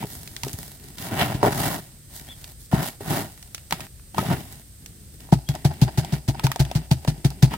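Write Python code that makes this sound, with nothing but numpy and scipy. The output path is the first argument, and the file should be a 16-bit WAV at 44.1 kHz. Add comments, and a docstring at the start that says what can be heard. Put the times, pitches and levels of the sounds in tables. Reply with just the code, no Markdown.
"""Outdoors, close by: over a quiet yard, fingers shift a small plastic pot. From 1 s, hands scoop coarse
potting mix into it: the mix scrapes and trickles, dry grains snap, chips knock on the wall and the pot
takes the odd bump. A small bird whistles far off at 2.3 s. From 5.3 s the pot is tamped about six times
a second, each blow a low thud with a crunch of grit; as the tamping starts, the bird calls once more."""
import sys
import numpy as np
from scipy import signal
from scipy.fft import rfft, irfft, next_fast_len
from scipy.io import wavfile
from scipy.ndimage import uniform_filter1d

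SR = 44100
rng = np.random.default_rng(int(sys.argv[2]) if len(sys.argv) > 2 else 0)


def dump(signal):
    """Clip the signal to [-1, 1] and save it as 16-bit WAV at the path in sys.argv[1]."""
    limited = np.clip(np.atleast_2d(signal).T, -1, 1)
    pcm = np.round(limited * 32767).astype(np.int16)
    wavfile.write(sys.argv[1], SR, pcm)


N = 333837
TIME = np.arange(N) / SR
AGE = np.arange(SR // 5) / SR  # seconds since a hit

# Cue levels are relative: each layer adds its own trim.
# blows on the filled pot: t/s, thud/dB, crunch/dB, bounce/Hz, length/s, rattle of falling chips/dB
BLOWS = [(0.436, -28, -46, 135, 0.027, -44), (0.536, -28.5, -61, 98, 0.025, -67),
         (1.348, -13, -40.5, 133, 0.0076, -30), (1.442, -17.5, -45, 134, 0.025, -44),
         (2.735, -4, -38, 154.4, 0.0096, -43), (3.726, -27.5, -37.5, 166, .02, -52),
         (4.184, -15.5, -53, 142, 0.012, -34), (4.304, -14.5, -51, 148.5, 0.021, -56),
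         (5.325, -1, -30, 145.4, 0.015, -57), (5.491, -13.5, -36.5, 135.6, 0.024, -30.5),
         (5.651, -6.5, -28, 137, .021, -32.5), (5.82, -4.5, -27, 134.5, .02, -28.5),
         (5.98, -10, -27.5, 132, .021, -33.5), (6.128, -12.5, -33, 143, 0.022, -69),
         (6.284, -11, -30.5, 123, 0.022, -35.5), (6.441, -9, -29.5, 131.4, 0.024, -38),
         (6.599, -9, -27, 135, 0.037, -45), (6.755, -10, -31, 134, 0.018, -68),
         (6.914, -5.5, -30, 137, 0.018, -62), (7.08, -8.5, -30.5, 138, 0.017, -52),
         (7.25, -6, -31.5, 135, 0.02, -38), (7.429, -1.5, -25, 134, 0.021, -59)]
# coarse chips striking the plastic wall: t/s, level/dB, colour centre/Hz
CHIP_KNOCKS = [(0.027, -18.5, 890), (0.046, -19.5, 510), (0.434, -22, 1000), (0.467, -17.5, 460),
               (1.321, -15, 775), (1.430, 2, 633), (2.729, -9, 594), (3.008, -19.5, 480), (3.127, -24, 428),
               (3.187, -23, 420), (3.723, -11, 950), (3.797, -23.5, 770), (4.145, -24, 800),
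               (4.182, -4, 1015), (4.186, -12, 1120), (4.228, -19, 600), (4.302, -16, 800),
               (4.314, -9.5, 770), (5.29, -29, 786), (5.325, -3.5, 670), (5.652, -16, 664),
               (6.395, -22, 1000), (6.469, -13.5, 890), (6.516, -22, 950), (6.56, -15, 690),
               (6.714, -16, 660), (6.912, -15.5, 750), (7.05, -14.5, 605), (7.077, -12.5, 766),
               (7.518, -19.5, 845), (7.539, -14, 1030)]
# dry grains snapping: t/s, level/dB, colour centre/Hz
GRAIN_SNAPS = [(0.276, -22, 4730), (0.365, -17.5, 3560), (0.434, -12, 4000), (0.483, -20, 4500),
               (0.531, -20.5, 12300), (0.984, -19.5, 2620), (1.427, -31, 3000), (1.528, -18, 4000),
               (2.443, -19, 4000), (2.715, -25.5, 2490), (3.377, -33.5, 1790), (3.427, -30.5, 5300),
               (3.547, -18, 5560), (3.58, -28, 3000), (3.709, -13.5, 3580), (3.725, -3.5, 1930),
               (3.806, -20, 3100), (3.867, -30, 1800), (3.997, -37.5, 1990), (4.146, -24, 2500),
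               (4.183, -13.5, 2860), (4.327, -20.5, 2200), (4.861, -27, 6100), (5.205, -31, 5860),
               (5.489, -16, 5000), (5.552, -20, 4770), (5.816, -15, 4500), (6.048, -22.5, 4000),
               (6.285, -19, 3500), (6.396, -15.5, 2180), (6.468, -9, 2500), (6.517, -12.5, 2280),
               (6.560, -19, 4480), (6.651, -22, 2800), (6.714, -18.5, 3200), (6.751, -20.5, 3500),
               (6.914, -11, 4230), (7.048, -25, 2500), (7.078, -18.5, 3000), (7.248, -16, 4000),
               (7.304, -22.5, 5250), (7.427, -10, 4000), (7.539, -19, 2350)]
# hand pushes: t/s, rise/s, hold/s, fall/s, scrape/dB, then against the scrape: drag/dB, rasp/dB, hiss/dB
PUSHES = [(0.978, .17, .11, 0.22, -30, 4.5, -8.5, -8.5), (1.162, .045, 0.019, 0.035, -23, -9, -1.5, -10.5),
          (1.424, .006, 0.05, 0.037, -21, -2, -13, -13), (1.49, 0.038, 0.24, 0.041, -32.5, 3, -10, -4),
          (1.539, 0.087, 0.011, 0.17, -31.5, -0.5, -4.5, -1),
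          (2.71, 0.017, 0.085, 0.11, -29.5, 2, -11, -11.5), (2.77, 0.093, 0.014, 0.057, -44, -16, 2, 9.5),
          (3.002, 0.13, 0.058, 0.1, -26, 3.5, -8.5, -5), (4.138, 0.044, .12, 0.2, -36, 8, -3.5, -2),
          (4.275, 0.033, 0.014, 0.052, -27.5, 4, -16, -33)]
# light finger touches: t/s, length/s, scrape/dB, drag/dB, hiss/dB
TOUCHES = [(0.0, 0.044, -44.5, -30, -46), (0.054, 0.72, -57, -42, -47.5), (0.102, 0.082, -56.5, -46, -45),
           (0.428, .13, -53.5, -34.5, -44.5), (0.782, 0.19, -59.5, -42, -53),
           (0.98, 0.11, -46.5, -38, -41.5), (2.094, 0.44, -58, -47.5, -50), (2.143, 0.051, -61, -62, -44.5),
           (2.275, 0.056, -52, -46, -61), (2.59, 0.077, -73, -62, -48), (3.292, 0.39, -65, -59, -57.5),
           (3.71, 0.15, -50.5, -39, -50), (4.402, .22, -61, -49, -53.5), (4.783, .38, -71.5, -44, -60.5),
           (5.199, 0.12, -61, -43, -59), (5.494, 0.7, -53.5, -38, -55), (6.065, 0.057, -49.5, -34, -58),
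           (6.367, 0.49, -53, -37.5, -62), (7.02, 0.56, -59, -36.5, -66), (7.512, 0.045, -41, -28, -48)]
# the bird's slurred notes: t/s, length/s, base pitch/Hz, level/dB
BIRD_NOTES = [(2.274, 0.07, 3200, -37), (5.462, 0.066, 3180, -39)]
# modes of the filled pot: f/Hz, level/dB, t60/s
POT_MODES = [(233, 0, 0.036), (346.4, 0, 0.025), (403, -7, 0.08), (598, -5.5, 0.021), (683, -7, 0.035),
             (784, 2, 0.02), (926, 0, 0.0406), (1006, -8.5, 0.037), (1273, -11, 0.1), (1413, -6, 0.016),
             (1860, -3.5, 0.035), (2283, -2.5, 0.048), (2715, -1.5, 0.022), (2950, -3.5, 0.042),
             (3540, -43, 0.067), (4900, 7, 0.0097)]
# tone of crushed grit: f/Hz, level/dB
CRUNCH_EQ = [(100, 9.5), (250, 15), (380, 10), (490, -7), (620, 10.5), (860, 10.5), (1150, -7.5),
             (1550, -1), (2600, -4.5), (4500, -1.5), (7000, -7), (16000, -13.5)]
# tone of sliding mix: f/Hz, level/dB
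SCRAPE_EQ = [(40, -13), (147, 6.5), (226, 0), (370, -5.5), (479, -6), (640, -6.5), (860, -11), (1180, -14),
             (1800, -16), (2500, -24), (3300, -22.5), (6000, -27.5), (12100, -25), (16000, -27)]
# tone of the outdoor bed: f/Hz, level/dB
YARD_EQ = [(30, -6), (64, 1.5), (149, -6), (215, -15), (540, -26.5), (1000, -36), (1860, -32),
           (2400, -34.5), (4780, -31), (8300, -35.5), (14800, -30), (16000, -42.5)]
# stereo width at the two microphone ports: f/Hz, side minus mid/dB
PORT_WIDTH = [(60, -12.5), (200, -36.5), (400, -10.5), (700, -14.5), (1300, -2.5), (4000, 0)]
# balance of the ports: f/Hz, left minus right/dB
PORT_BALANCE = [(100, 1.8), (350, 1), (700, 1.8), (1300, -1.5), (2400, .5), (4400, .2), (8500, -2.8),
                (15000, -3.8)]
# phase between the ports: f/Hz, lead of the left/rad
PORT_PHASE = [(30, -.32), (150, -.32), (250, 0), (430, .1), (600, -.55), (950, -1.0), (1400, 0)]


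def tamping():
    """Each blow crushes grit just before the pot bounces; loose grains trickle and chips rattle back."""
    flight_s, flight_spread_s = .065, .0093  # chips thrown up by the blow
    first_crack = amp(-8.5) * np.exp(-AGE / .0017)
    squeeze = (1 - np.exp(-AGE / .0036)) * swell(0, .028) + first_crack
    body, crush, fall, landing = np.zeros((4, N))
    for start, db, crunch_db, hz, length_s, rattle_db in BLOWS:
        add(body, start, amp(db) * thud(hz, length_s, force=amp(db)))
        add(crush, start - .0055, amp(crunch_db) * squeeze)
        add(fall, start, amp(crunch_db) * swell(.06, .075))
        add(landing, start, amp(rattle_db) * swell(flight_s, flight_spread_s))
    crunch = unit(colour(grit(per_s=1900, spread_db=2, grain_s=.00043, bed=.33), CRUNCH_EQ))
    loose = colour(grit(per_s=700, spread_db=3, grain_s=.0008, bed=.3), CRUNCH_EQ)
    trickle = unit(loose + wall_ring(loose))
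    rattle = unit(band(trickle, 560, 1550, order=1))
    return body + amp(6) * crush * crunch + amp(-17.5) * fall * trickle + landing * rattle


def thud(hz, length_s, force):
    """The pot bounces a few cycles, damped ever faster as it beds in; the hand sways below it."""
    stiffening = 1 + .67 * force * np.exp(-AGE / .003)  # a hard blow packs the soil and starts higher
    attack = 1 - np.exp(-AGE / .0013)
    bounce = glide(hz * stiffening) * attack * np.exp(-(AGE / length_s) ** 3)
    rebound_db, sway_db, late, detune, swing = rng.standard_normal(5)
    rebound = np.sin(2 * np.pi * (139 + 8 * detune) * AGE) * swell(.047 + .0054 * late, .021)
    sway_hz = 64 * np.exp(.14 * swing)
    sway = np.sin(2 * np.pi * sway_hz * AGE) * decay(.33) * length_s / .026  # a longer blow sways more
    clods = unit(band(rng.standard_normal(len(AGE)), 180, 341)) * decay(.1)  # jostling inside
    return bounce + amp(-18 + 2 * rebound_db) * rebound - amp(-14 + sway_db) * sway + amp(-18) * clods


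def knocks():
    """A chip cracks on the wall and rings the modes near its colour; each port hears its own blend."""
    out = np.zeros((2, N))
    hz, mode_db, t60 = np.transpose(POT_MODES)
    width_hz, width_db = np.transpose(PORT_WIDTH)
    width = amp(np.interp(np.log(hz), np.log(width_hz), width_db))
    for start, db, centre_hz in CHIP_KNOCKS + tumble(start=1.436, count=7):
        detune, strength, side, sign = rng.standard_normal((4, len(hz)))
        octaves_off = np.abs(np.log2(hz / centre_hz))
        weight = amp(mode_db + strength - 25 * octaves_off) * np.sign(sign)
        modes = np.sin(2 * np.pi * np.outer(hz * (1 + .015 * detune), AGE)) * decay(1.02 * t60[:, None])
        pan = 1 + .5 * width * side * np.array([[1], [-1]])
        ring = (weight * pan) @ modes
        crack = band(ports(len(AGE)), 540, 4570, order=1) * decay(.019)
        add(out, start, amp(db - 4.5) * (ring / np.abs(ring.mean(0)).max() + amp(-18) * crack))
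    return out


def tumble(start, count, gap_s=.0078, fade_db_per_s=131, centre_hz=515):
    """Knock cues for a handful of chips landing one after another, tailing off."""
    late, strength, size = rng.standard_normal((count, 3)).T
    after = gap_s * (np.arange(count) + .15 * late)
    db = -4 - fade_db_per_s * after + 1.5 * strength
    return list(zip(start + after, db, centre_hz * np.exp(.27 * size)))


def snaps():
    """Dry grains break: a sharp crack, a short crumble and a faint tail off the ground and walls."""
    out = np.zeros((2, N))
    crack = np.exp(-AGE / .0004)
    crumble = amp(-2) * decay(.019)
    tail = amp(-22) * decay(.22)
    for start, db, hz in GRAIN_SNAPS:
        burst = ports(len(AGE)) * (crack + crumble + tail)
        tick = colour(burst, [(hz / 12, -10), (hz / 2, -1), (hz, 0), (hz * 4, -13)])
        add(out, start, amp(db - 1.5) * tick / np.abs(tick.mean(0)).max())
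    return out


def scooping():
    """Firm pushes through the mix: dense grains catch and slip, and every band swells with effort."""
    scrape, drag, rasp, hiss = np.zeros((4, N))
    for start, rise, hold, fall, db, drag_db, rasp_db, hiss_db in PUSHES:
        effort_db = effort(start, rise, hold, fall)
        contact = np.clip((TIME - start) / .005, 0, 1)
        scrape += contact * amp(db + effort_db)
        drag += contact * amp(db + drag_db + .92 * effort_db)
        rasp += contact * amp(db + rasp_db + .88 * effort_db)
        hiss += contact * amp(db + hiss_db + .84 * effort_db)
    slips = amp(1.8 * wander(per_s=90))
    grains = grit(per_s=2000, spread_db=3.4, grain_s=.0007, bed=.35)
    return amp(-1.3) * rubbing(slips * grains, scrape, drag, rasp, hiss)


def effort(start, rise, hold, fall, range_db=23):
    """Envelope of one push in dB from its peak: it climbs, holds and lets go."""
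    after = np.maximum(TIME - start - rise - hold, 0)
    rising = range_db * np.minimum((TIME - start) / rise - 1, 0)
    settling = -22 - 125 * after  # grains keep sliding after the push
    falling = np.maximum(-range_db * after / fall, settling)
    return np.maximum(rising + falling, -200)


def handling(fade_s=.03):
    """Fingers shift the pot and loose grains trickle softly; each touch fades in, wavers and fades out."""
    power = 0
    for start, length, *db in TOUCHES:
        touch = np.clip(np.minimum(TIME - start, start + length - TIME) / fade_s + .5, 0, 1)
        power = power + np.outer(amp(db), touch) ** 2
    uneven_pressure = amp(2.5 * wander(per_s=16))
    scrape, drag, hiss = np.sqrt(power) * uneven_pressure
    grains = grit(per_s=450, spread_db=4.5, grain_s=.00091, bed=1)
    return rubbing(grains, scrape, drag=amp(-6.5) * drag, rasp=amp(-1) * scrape, hiss=amp(-.5) * hiss)


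def rubbing(grains, scrape, drag, rasp, hiss):
    """Moving mix: chips scrape the wall, lumps drag low, chips rasp on each other, fine grains hiss."""
    mix = colour(grains, SCRAPE_EQ)
    wall = mix + amp(3) * wall_ring(mix)
    layers = [(scrape, band(wall, 566, 2260, order=4)),
              (drag, band(mix, 44, 428, order=5)),
              (rasp, band(wall, 1945, 3770)),
              (hiss, band(mix, 4150, 22600))]
    return sum(gain * layer / layer.mean(0).std() for gain, layer in layers)


def grit(per_s, spread_db, grain_s, bed):
    """Countless short grain contacts, a few much stronger than the rest, over a smooth noise bed."""
    hits = (rng.random(N) < per_s / SR) * amp(spread_db * np.minimum(rng.exponential(size=N), 4))
    power = signal.lfilter([1], [1, -np.exp(-2 / (grain_s * SR))], hits ** 2)
    return ports(N) * np.sqrt(power / power.mean() + bed)


def wall_ring(x):
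    """The modes of the pot sing along with the grains moving against it."""
    out = 0
    for hz, db, t60 in POT_MODES:
        width_hz = np.log(1000) / (np.pi * t60)
        out = out + amp(db) * signal.lfilter(*signal.iirpeak(hz, hz / width_hz, fs=SR), x)
    return out


def bird(slur_hz=217, waver_hz=60):
    """A far, nearly pure whistle arches up and back a little unsteadily, blurred by the yard's walls."""
    whistle = np.zeros(N)
    for start, length, hz, db in BIRD_NOTES:
        arch = np.sin(np.pi * np.minimum(AGE / length, 1))
        pitch = hz + slur_hz * arch ** 2 + waver_hz * wander(per_s=240)[:len(AGE)]
        add(whistle, start, amp(db) * arch * glide(pitch))
    walls = rng.standard_normal((2, len(AGE))) * decay(.17)
    reverb = signal.fftconvolve(whistle[None], walls / np.linalg.norm(walls[0]), axes=1)[:, :N]
    return amp(-5.5) * whistle + amp(-8) * reverb


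def yard():
    """The bed: faint outdoor rumble, and microphone hiss with a narrow peak."""
    rumble = unit(colour(ports(N), YARD_EQ))
    hiss = unit(band(ports(N), 8050, 8900, order=1))
    return amp(-46) * rumble + amp(-54.5) * hiss


def ports(size):
    """Noise at both microphone ports: alike in the bass, unrelated in the treble."""
    mid, side = rng.standard_normal((2, size))
    return mid + colour(side, PORT_WIDTH) * np.array([[1], [-1]])


def wander(per_s):
    """Random modulation with a spread near 1, ramping to a new value per_s times a second."""
    size = int(SR / per_s)
    steps = np.repeat(rng.standard_normal(N // size + 1), size)
    return 1.04 * uniform_filter1d(steps, size)[:N]


def glide(hz):
    """Sine that follows a pitch curve."""
    return np.sin(2 * np.pi * np.cumsum(hz) / SR)


def decay(t60):
    """Envelope that loses 60 dB in t60 seconds."""
    return amp(-60 * AGE / t60)


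def swell(peak_s, width_s):
    """Bell-shaped envelope."""
    return np.exp(-((AGE - peak_s) / width_s) ** 2)


def colour(x, points):
    """Minimum-phase EQ through the given (f/Hz, level/dB) points."""
    size = next_fast_len(x.shape[-1] + 4096, real=True)
    hz, db = np.transpose(points)
    bin_hz = np.arange(size // 2 + 1) * SR / size
    gain = amp(np.interp(np.log(bin_hz + 1), np.log(hz), db))
    cepstrum = irfft(np.log(gain), size)
    cepstrum[1:size // 2] *= 2
    cepstrum[size // 2 + 1:] = 0
    return irfft(rfft(x, size) * np.exp(rfft(cepstrum)), size)[..., :x.shape[-1]]


def band(x, lo_hz, hi_hz, order=3):
    """Band-pass."""
    edges = [lo_hz, min(hi_hz, SR / 2 - 500)]
    return signal.sosfilt(signal.butter(order, edges, "band", fs=SR, output="sos"), x)


def amp(db):
    """Decibels to gain."""
    return 10 ** (np.asarray(db) / 20)


def unit(x):
    """Scale to rms 1."""
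    return x / np.sqrt(np.mean(x ** 2))


def add(out, start_s, x):
    """Mix x into out from start_s on."""
    i = max(int(start_s * SR), 0)
    out[..., i:i + x.shape[-1]] += x[..., :max(N - i, 0)]


def scene():
    """All layers at the two ports, which differ a little in level and phase."""
    left, right = scooping() + handling() + tamping() + knocks() + snaps() + bird() + yard()
    left = colour(left, [(hz, db / 2) for hz, db in PORT_BALANCE])
    right = colour(right, [(hz, -db / 2) for hz, db in PORT_BALANCE])
    size = next_fast_len(N, real=True)
    lead = np.interp(np.arange(size // 2 + 1) * SR / size, *np.transpose(PORT_PHASE))
    phase_shift = np.exp(.5j * np.array([lead, -lead]))
    return irfft(rfft(np.array([left, right]), size) * phase_shift, size)[:, :N]


def record(dry):
    """The phone drops the deepest rumble, clips any peak over full scale and cuts the top."""
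    low_cut = signal.butter(2, 34, "high", fs=SR, output="sos")
    high_cut = signal.ellip(10, .2, 70, 16000, fs=SR, output="sos")
    clipped = np.clip(signal.sosfilt(low_cut, dry), -1, 1)
    return signal.sosfilt(high_cut, clipped)


dry = scene()
out = record(dry)
dump(out)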